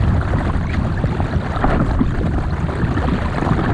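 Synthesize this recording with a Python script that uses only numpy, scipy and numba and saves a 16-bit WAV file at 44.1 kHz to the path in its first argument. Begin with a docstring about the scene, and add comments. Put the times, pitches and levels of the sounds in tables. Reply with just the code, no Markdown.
"""Icy water along the hull of a small boat, heard close by from inside a muffling waterproof case.
A churning wash leads: flickering noise bands, clumped swarms of ringing bubbles, a smooth far rush.
Over it, decaying sines that rise in pitch make low gulps, loud single bubbles and tiny droplets;
short noise bursts make sharp slaps. Below lies a rumble of lumpy deep noise."""
import sys
import numpy as np
from scipy import signal
from scipy.fft import rfft, irfft, next_fast_len
from scipy.io import wavfile
from numba import njit

SR = 44100
rng = np.random.default_rng(int(sys.argv[2]) if len(sys.argv) > 2 else 0)


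def gain_from_db(level_db):
    """Convert decibel levels to linear amplitude factors (20 dB per decade)."""
    decades = np.asarray(level_db, float) / 20
    return 10 ** decades


def wav_record(signal):
    """Record a signal, one row per channel, as 16-bit PCM in the file named by sys.argv[1]."""
    frames = np.transpose(np.atleast_2d(signal))
    bounded = np.clip(frames, -1, 1)
    # unit amplitude maps onto the largest positive 16-bit level
    quanta = np.round(bounded * 32767).astype(np.int16)
    wavfile.write(sys.argv[1], SR, quanta)


N = 164493  # samples


def rms_one(x):
    """Scales to an rms of 1."""
    return x / np.sqrt(np.mean(x ** 2) + 1e-20)


def in_time(rows):
    """Interpolates each column of a table over the scene; column 1 is t/s."""
    t_s, *columns = np.transpose(rows)
    return [np.interp(np.arange(N) / SR, t_s, column) for column in columns]


def drift(rate_hz):
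    """Random level of rms 1: noise through a two-pole low-pass, run at SR / 40."""
    hop, settle = 40, 2000  # samples, steps
    pole = np.exp(-2 * np.pi * rate_hz * hop / SR)
    noise = rng.standard_normal(N // hop + settle + 2)
    slow = signal.lfilter([1], [1, -2 * pole, pole * pole], noise)[settle:]
    return np.interp(np.arange(N) / hop, np.arange(len(slow)), rms_one(slow))


def band(x, low_hz, high_hz):
    """Butterworth band-pass."""
    return signal.sosfilt(signal.butter(2, [low_hz, high_hz], "band", fs=SR, output="sos"), x)


def colour(x, points):
    """Minimum-phase filter along a spectrum table, by folding its cepstrum."""
    size = 2 * next_fast_len(N // 2 + 4096)
    hz, level_db = np.transpose(points)
    bin_hz = np.arange(size // 2 + 1) * SR / size
    log_gain = np.interp(np.log(bin_hz + 1), np.log(hz), level_db) * np.log(10) / 20
    cepstrum = irfft(log_gain, size)
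    cepstrum[1:size // 2] *= 2
    cepstrum[size // 2 + 1:] = 0
    return irfft(rfft(x, size) * np.exp(rfft(cepstrum)), size)[:N]


# Colour of the water through the case: f/Hz, level/dB (per Hz)
CASE_COLOUR = [(60, -62), (100, 4.5), (150, 4), (285, -5.5), (478, -14.5), (556, -16), (610, -14.5),
               (716, -14), (876, -17), (1280, -17), (1470, -19.5), (1730, -22), (2170, -34.5),
               (2700, -41.5), (4200, -44.5), (4700, -49), (5150, -58.5), (7000, -55), (7700, -57.5),
               (8700, -56), (10000, -65.5), (13000, -79.5), (14500, -93), (16000, -110)]


def through_case(x):
    """The case passes the lows and muffles the treble."""
    return colour(x, CASE_COLOUR)


def case_db(hz):
    """Level of the case colour at a pitch."""
    table_hz, level_db = np.transpose(CASE_COLOUR)
    return np.interp(np.log(hz), np.log(table_hz), level_db)


@njit
def rings(size, start, gain, step, cycles, rise):
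    """Each bubble swells briefly, then decays as its pitch climbs; step = cycles per sample."""
    out = np.zeros(size)
    for k in range(len(start)):
        phase, i = 0., start[k]  # phase in cycles
        while phase < 5 * cycles[k] and i < size:
            u = phase / cycles[k]
            envelope = (1 - np.exp(-6 * u)) * np.exp(-u)
            out[i] += 1.5 * gain[k] * envelope * np.sin(2 * np.pi * phase)
            phase += min(step[k] * (1 + rise[k] * phase), .4)
            i += 1
    return out


def hiss(shared):
    """Third-octave noise bands flicker partly together, partly with neighbours, partly alone."""
    edges_hz = 140 * 2 ** np.arange(0, 7, 1 / 3)
    white = rng.standard_normal((2, N))
    out, near = 0, drift(3.7)
    for k, (low_hz, high_hz) in enumerate(zip(edges_hz, edges_hz[1:])):
        near = 0.43 * near + 0.5 * drift(33)  # partly carried over from the band below
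        level_db = 2.0 * shared + 1.0 * near + 2.46 * drift(27)
        out = out + gain_from_db(level_db) * band(white[k % 2], low_hz, high_hz)
    return rms_one(out)


def swarm(shared):
    """Bubbles of all sizes are born in clumps; small ones ring high and short."""
    births_per_s = 2600 * gain_from_db(4.5 * shared)
    start = np.flatnonzero(rng.random(N) < births_per_s / SR)
    pitch, loudness, climb, length = rng.random((N, 4))[start].T
    hz = 200 * 60 ** pitch ** .7
    excess_db = 3 * np.minimum(-np.log(loudness + 1e-9), 3.8)
    gain = np.sqrt(hz) * gain_from_db(excess_db) * np.sign(climb - .5)
    cycles = 4.05 * (0.19 + 1.31 * length ** 2) * (hz / 1000) ** 0.41  # decay to 1/e
    rise = 15.2 * climb / (hz + 500)  # share of the pitch, per cycle
    return rms_one(rings(N, start, gain, hz / SR, cycles, rise))


# Wash level over time: t/s, level/dB of the low churn, the churn, the presence band, the treble
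CHURN_LEVEL = [(0.02, -53, -30, -41.5, -55.5), (0.39, -22.5, -26.5, -41, -53.5),
               (0.69, -31.5, -33.5, -42.5, -57.5), (0.74, -34, -32.5, -31.5, -54.5),
               (0.78, -35.5, -30, -43, -55.5), (1.1, -24.5, -32, -41, -56.5), (1.61, -33, -26, -38.5, -54),
               (1.64, -20.5, -14, -39, -59), (1.66, -19, -24, -45.5, -57), (1.7, -21, -21, -34, -54),
               (1.82, -11.5, -25, -46, -57), (1.88, -27, -30, -40.5, -52),
               (1.99, -24.5, -27.5, -46.5, -58.5), (2.01, -12, -30, -43, -62),
               (2.05, -25.5, -34, -41.5, -57), (2.39, -22.5, -30, -45, -55.5), (2.43, -36, -30.5, -43, -56),
               (2.91, -20, -28, -39.5, -55.5), (3.04, -29, -23, -38.5, -51.5),
               (3.07, -19.5, -29.5, -36, -55.5), (3.34, -33, -27, -38.5, -52.5),
               (3.47, -21, -26, -38.5, -50.5), (3.69, -19.5, -25, -37.5, -58), (3.71, -21, -27, -43.5, -59)]
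# Crossovers between those four ranges: f/Hz
SPLIT_HZ = (420, 2100, 5000)


def wash():
    """Hiss, swarm and smooth far rush in the case colour; four ranges follow their own levels."""
    hiss_db, swarm_db, rush_db = -6.5, -3, -7  # shares of the mix
    shared = 0.13 * drift(6.6) + .7 * drift(30) + .6 * drift(90)
    rush = rms_one(band(rng.standard_normal(N), 2000, 18000))
    mix = gain_from_db(hiss_db) * hiss(shared) + gain_from_db(swarm_db) * swarm(shared) + gain_from_db(rush_db) * rush
    spectrum = rfft(through_case(mix))
    hz = np.arange(len(spectrum)) * SR / N
    below_1, below_2, below_3 = (1 / (1 + (hz / edge) ** 8) for edge in SPLIT_HZ)
    ranges = below_1, below_2 - below_1, below_3 - below_2, 1 - below_3
    out = 0
    for level_db, weight in zip(in_time(CHURN_LEVEL), ranges):
        out = out + gain_from_db(level_db) * rms_one(irfft(spectrum * weight, N))
    return out


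def single_bubbles(rows, rise):
    """Rings listed bubbles through the case, its loss at the starting pitch made up."""
    t_s, level_db, hz, cycles = np.transpose(rows)
    start = (t_s * SR).astype(np.int64)
    gain = gain_from_db(level_db - case_db(hz))
    return through_case(rings(N, start, gain, hz / SR, np.maximum(cycles, .3), rise + 0 * t_s))


# Low gulps against the hull: t/s, level/dB, f/Hz (start), decay/cycles
GULPS = [(0.062, -10.5, 141, 1), (0.318, -10.5, 151, 0.47), (0.347, -14, 157, 1.1), (1.035, 1, 153, 0.71),
         (1.327, -23.5, 151, 1.2), (2.238, -9, 170, 1.2), (1.644, -5, 268, 1.7), (1.679, -5.5, 146, 1.2),
         (1.788, -19.5, 150.6, 5.2), (2.006, -5.5, 221, 1.6), (2.629, -7.5, 156, 1.9),
         (2.884, -9.5, 193, 1.15), (2.831, 0.5, 171, 0.43), (2.97, -8, 302, 2.3),
         (3.117, -10.5, 171.3, 5.6), (3.423, -8.5, 334, 1.24), (3.508, 3.5, 169, 0.35)]


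def gulps():
    """Large low bubbles; pitch gains 3 % of its start per cycle."""
    return single_bubbles(GULPS, .03)


# Water slaps on the hull or case: t/s, level/dB, f/Hz (lowest), decay/ms
SLAPS = [(0.7468, -10, 1200, 2.6), (0.276, -22, 900, 4), (1.055, -18.5, 1980, 2.7), (1.205, -24, 503, 1.5),
         (1.2618, -19, 1600, 4.2), (1.414, -44, 3030, 1.5), (1.643, -19, 575, 2), (1.701, -30, 2830, 6.4),
         (1.845, -20, 1820, 3), (2.107, -14, 1300, 2.6), (2.146, -19.5, 400, 1.8), (2.186, -16.5, 1000, 2),
         (2.973, -16, 500, 1), (3.027, -12, 600, 1.4), (3.187, -17.5, 595, 4), (3.382, -9.5, 500, 2.7),
         (3.422, -13.5, 396, 4.2), (3.449, -6, 297, 2.3), (3.532, -14, 900, 4.8), (3.651, -29, 2440, 3.7)]


def slaps():
    """Each slap is a sudden noise burst, dying in a few ms, heard through the case."""
    attack_ms, top_hz = 0.66, 15000
    size = 1500  # samples
    t_ms = 1000 * np.arange(size) / SR
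    out = np.zeros(N + SR)
    for t_s, level_db, low_hz, decay_ms in SLAPS:
        envelope = (1 - np.exp(-t_ms / attack_ms)) * np.exp(-t_ms / decay_ms)
        burst = band(rng.standard_normal(size) * envelope, low_hz, top_hz)
        gain = gain_from_db(level_db - case_db(low_hz)) * np.sqrt(SR / 2 / low_hz)
        start = int(t_s * SR)
        out[start:start + size] += gain * burst
    return through_case(out[:N])


# Loud single bubbles: t/s, level/dB, f/Hz (start), decay/cycles
PLOPS = [(0.276, -23, 640, 3.2), (0.317, -36, 533, 2.4), (0.336, -12.5, 518, 2.1), (0.466, -25, 635, 13),
         (0.498, -13, 1010, 3.9), (1.04, -9.5, 530, 1.45), (1.126, -19, 826, 5.5), (1.203, -5.5, 790, 1.4),
         (1.335, -15, 633, 2.8), (1.559, -14, 720, 3.1), (1.642, -4.5, 760, 3.2), (1.683, -27, 670, 3.5),
         (1.723, -13.5, 630, 5.1), (1.908, -15.5, 830, 4), (1.991, -15.5, 1115, 4.2),
         (2.211, -16, 486, 2.8), (2.381, -13.5, 636, 1.1), (2.886, -32.5, 643, 2.6), (3.028, -19, 690, 5.4),
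         (3.084, -14.5, 1110, 3.6), (3.186, -25, 794, 11), (3.259, -16.5, 980, 6.2),
         (3.382, -6.5, 724, 1.35), (3.421, -7.5, 730, 0.57), (3.478, -7, 726, 1.3), (3.51, -19, 750, 3.8),
         (3.57, -29, 1060, 3.1), (3.591, -14.5, 1220, 3.8), (3.694, -14.5, 710, 1.6),
         (0.2133, -11.5, 1420, 3.1), (0.3842, -19.5, 1900, 7.3), (0.637, -30.5, 2100, 6.4),
         (0.6935, -24, 2200, 30), (0.7372, -16.5, 2000, 11), (0.9732, -19.5, 1676, 19),
         (1.322, -26, 1690, 9.1), (1.5489, -18.5, 1250, 3.8), (1.5697, -12.5, 1260, 5.4),
         (1.632, -16.5, 680, 5.4), (1.7436, -27, 1940, 8.3), (1.7998, -10, 1310, 3.9),
         (2.1415, -22.5, 1450, 4.2), (2.4507, -26, 1650, 9), (2.7021, -21, 1300, 5.8),
         (2.815, -23.5, 1700, 13), (2.867, -20, 1480, 4.5), (2.9746, -17.5, 1730, 9.2),
         (3.4241, -38, 1790, 6.0), (3.5217, -13, 1150, 4.5), (3.6601, -15, 1730, 6.2),
         (0.0385, -21, 2800, 2.7), (0.67, -26, 2140, 10), (3.489, -9, 1010, 3), (1.3119, -30, 4000, 8.5),
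         (1.4142, -30, 3750, 6.9), (1.5612, -21.5, 3770, 4.3), (1.747, -31, 2720, 13),
         (1.9125, -25, 4100, 3.7), (2.0083, -33, 3300, 6.8), (2.5067, -30, 4070, 11),
         (2.9686, -38, 3360, 4.4), (3.07, -26.5, 3180, 4.9), (3.1693, -31, 3220, 8.3),
         (3.6394, -29, 3170, 7.4)]


def plops():
    """Mid-sized bubbles; pitch gains 5.5 Hz per cycle."""
    return single_bubbles(PLOPS, 5.5 / np.array(PLOPS)[:, 2])


# Tiny high drops of spray: t/s, level/dB, f/Hz (start), decay/cycles
DROPLETS = [(0.209, -39, 8700, 11), (0.5701, -38, 8600, 8.3), (0.631, -44.5, 6340, 10.0),
            (0.6679, -38.5, 5990, 10.0), (0.7327, -40, 6700, 4.7), (0.742, -33, 6440, 9.4),
            (0.848, -38, 6700, 9.2), (0.9747, -41, 6900, 10.0), (1.072, -41, 5250, 6.7),
            (1.3593, -39, 5700, 9.1), (1.5209, -37.5, 6600, 6.9), (1.8492, -42.5, 7100, 8.9),
            (1.9135, -41, 5870, 8.2), (2.107, -41.5, 6730, 12), (2.4044, -46, 6420, 13),
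            (2.5406, -42, 5760, 9.2), (2.598, -40, 8260, 11), (2.603, -36.5, 6700, 14),
            (2.607, -44, 7200, 10.0), (2.7545, -31, 8150, 6.4), (2.941, -38, 6130, 16),
            (3.0061, -44, 5700, 8), (3.019, -38.5, 7360, 7.8), (3.1904, -44, 6960, 6.5),
            (3.4131, -35, 6450, 9.3), (3.5653, -40, 6860, 13)]


def droplets():
    """Tiny high rings; pitch gains 0.25 % of its start per cycle."""
    return single_bubbles(DROPLETS, 0.0025)


# Rumble colour: f/Hz, level/dB (per Hz)
RUMBLE_COLOUR = [(8.8, -41.5), (15, -1.5), (48, -1.5), (81, 1), (166, -7.5), (400, -22.5), (520, -52.5),
                 (880, -120)]
# Rumble level over time: t/s, level/dB, level/dB of the deepest octave
RUMBLE_LEVEL = [(0.02, -13.5, -30), (0.72, -20.5, -23.5), (0.78, -15.5, -33), (1.1, -21.5, -20),
                (1.16, -21.5, -51), (1.25, -14.5, -26), (1.29, -34, -33), (1.33, -15, -44),
                (1.59, -23, -25.5), (1.62, -18, -30), (1.67, -21.5, -16), (1.83, -19, -25),
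                (2.18, -20.5, -20), (2.23, -17.5, -34), (2.36, -22.5, -18.5), (2.54, -20.5, -32.5),
                (2.57, -24.5, -53), (2.62, -22, -30), (3.66, -21.5, -28.5), (3.71, -20, -21)]


def rumble():
    """Lumpy deep noise of water and wind on the hull, in two ranges split at 55 Hz."""
    split_hz = 55
    level_db, deep_db = in_time(RUMBLE_LEVEL)
    spectrum = rfft(colour(rng.standard_normal(N), RUMBLE_COLOUR))
    hz = np.arange(len(spectrum)) * SR / N
    deep_weight = 1 / (1 + (hz / split_hz) ** 6)
    upper = rms_one(irfft(spectrum * (1 - deep_weight), N))
    deep = rms_one(irfft(spectrum * deep_weight, N))
    return gain_from_db(level_db + 0.57 * drift(44.0)) * upper + gain_from_db(deep_db) * deep


def scene():
    """Sums all layers into one channel."""
    mix = wash() + gulps() + slaps() + plops() + droplets() + rumble()
    return mix[None]


def top_cut(x):
    """Nothing passes above the cut-off."""
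    return signal.sosfilt(signal.butter(12, 14900, fs=SR, output="sos"), x)


def record(dry):
    """Soft saturation rounds the peaks."""
    mix = 1.112 * np.tanh(dry / 1.287)
    return top_cut(mix)


dry = scene()
out = record(dry)
wav_record(out)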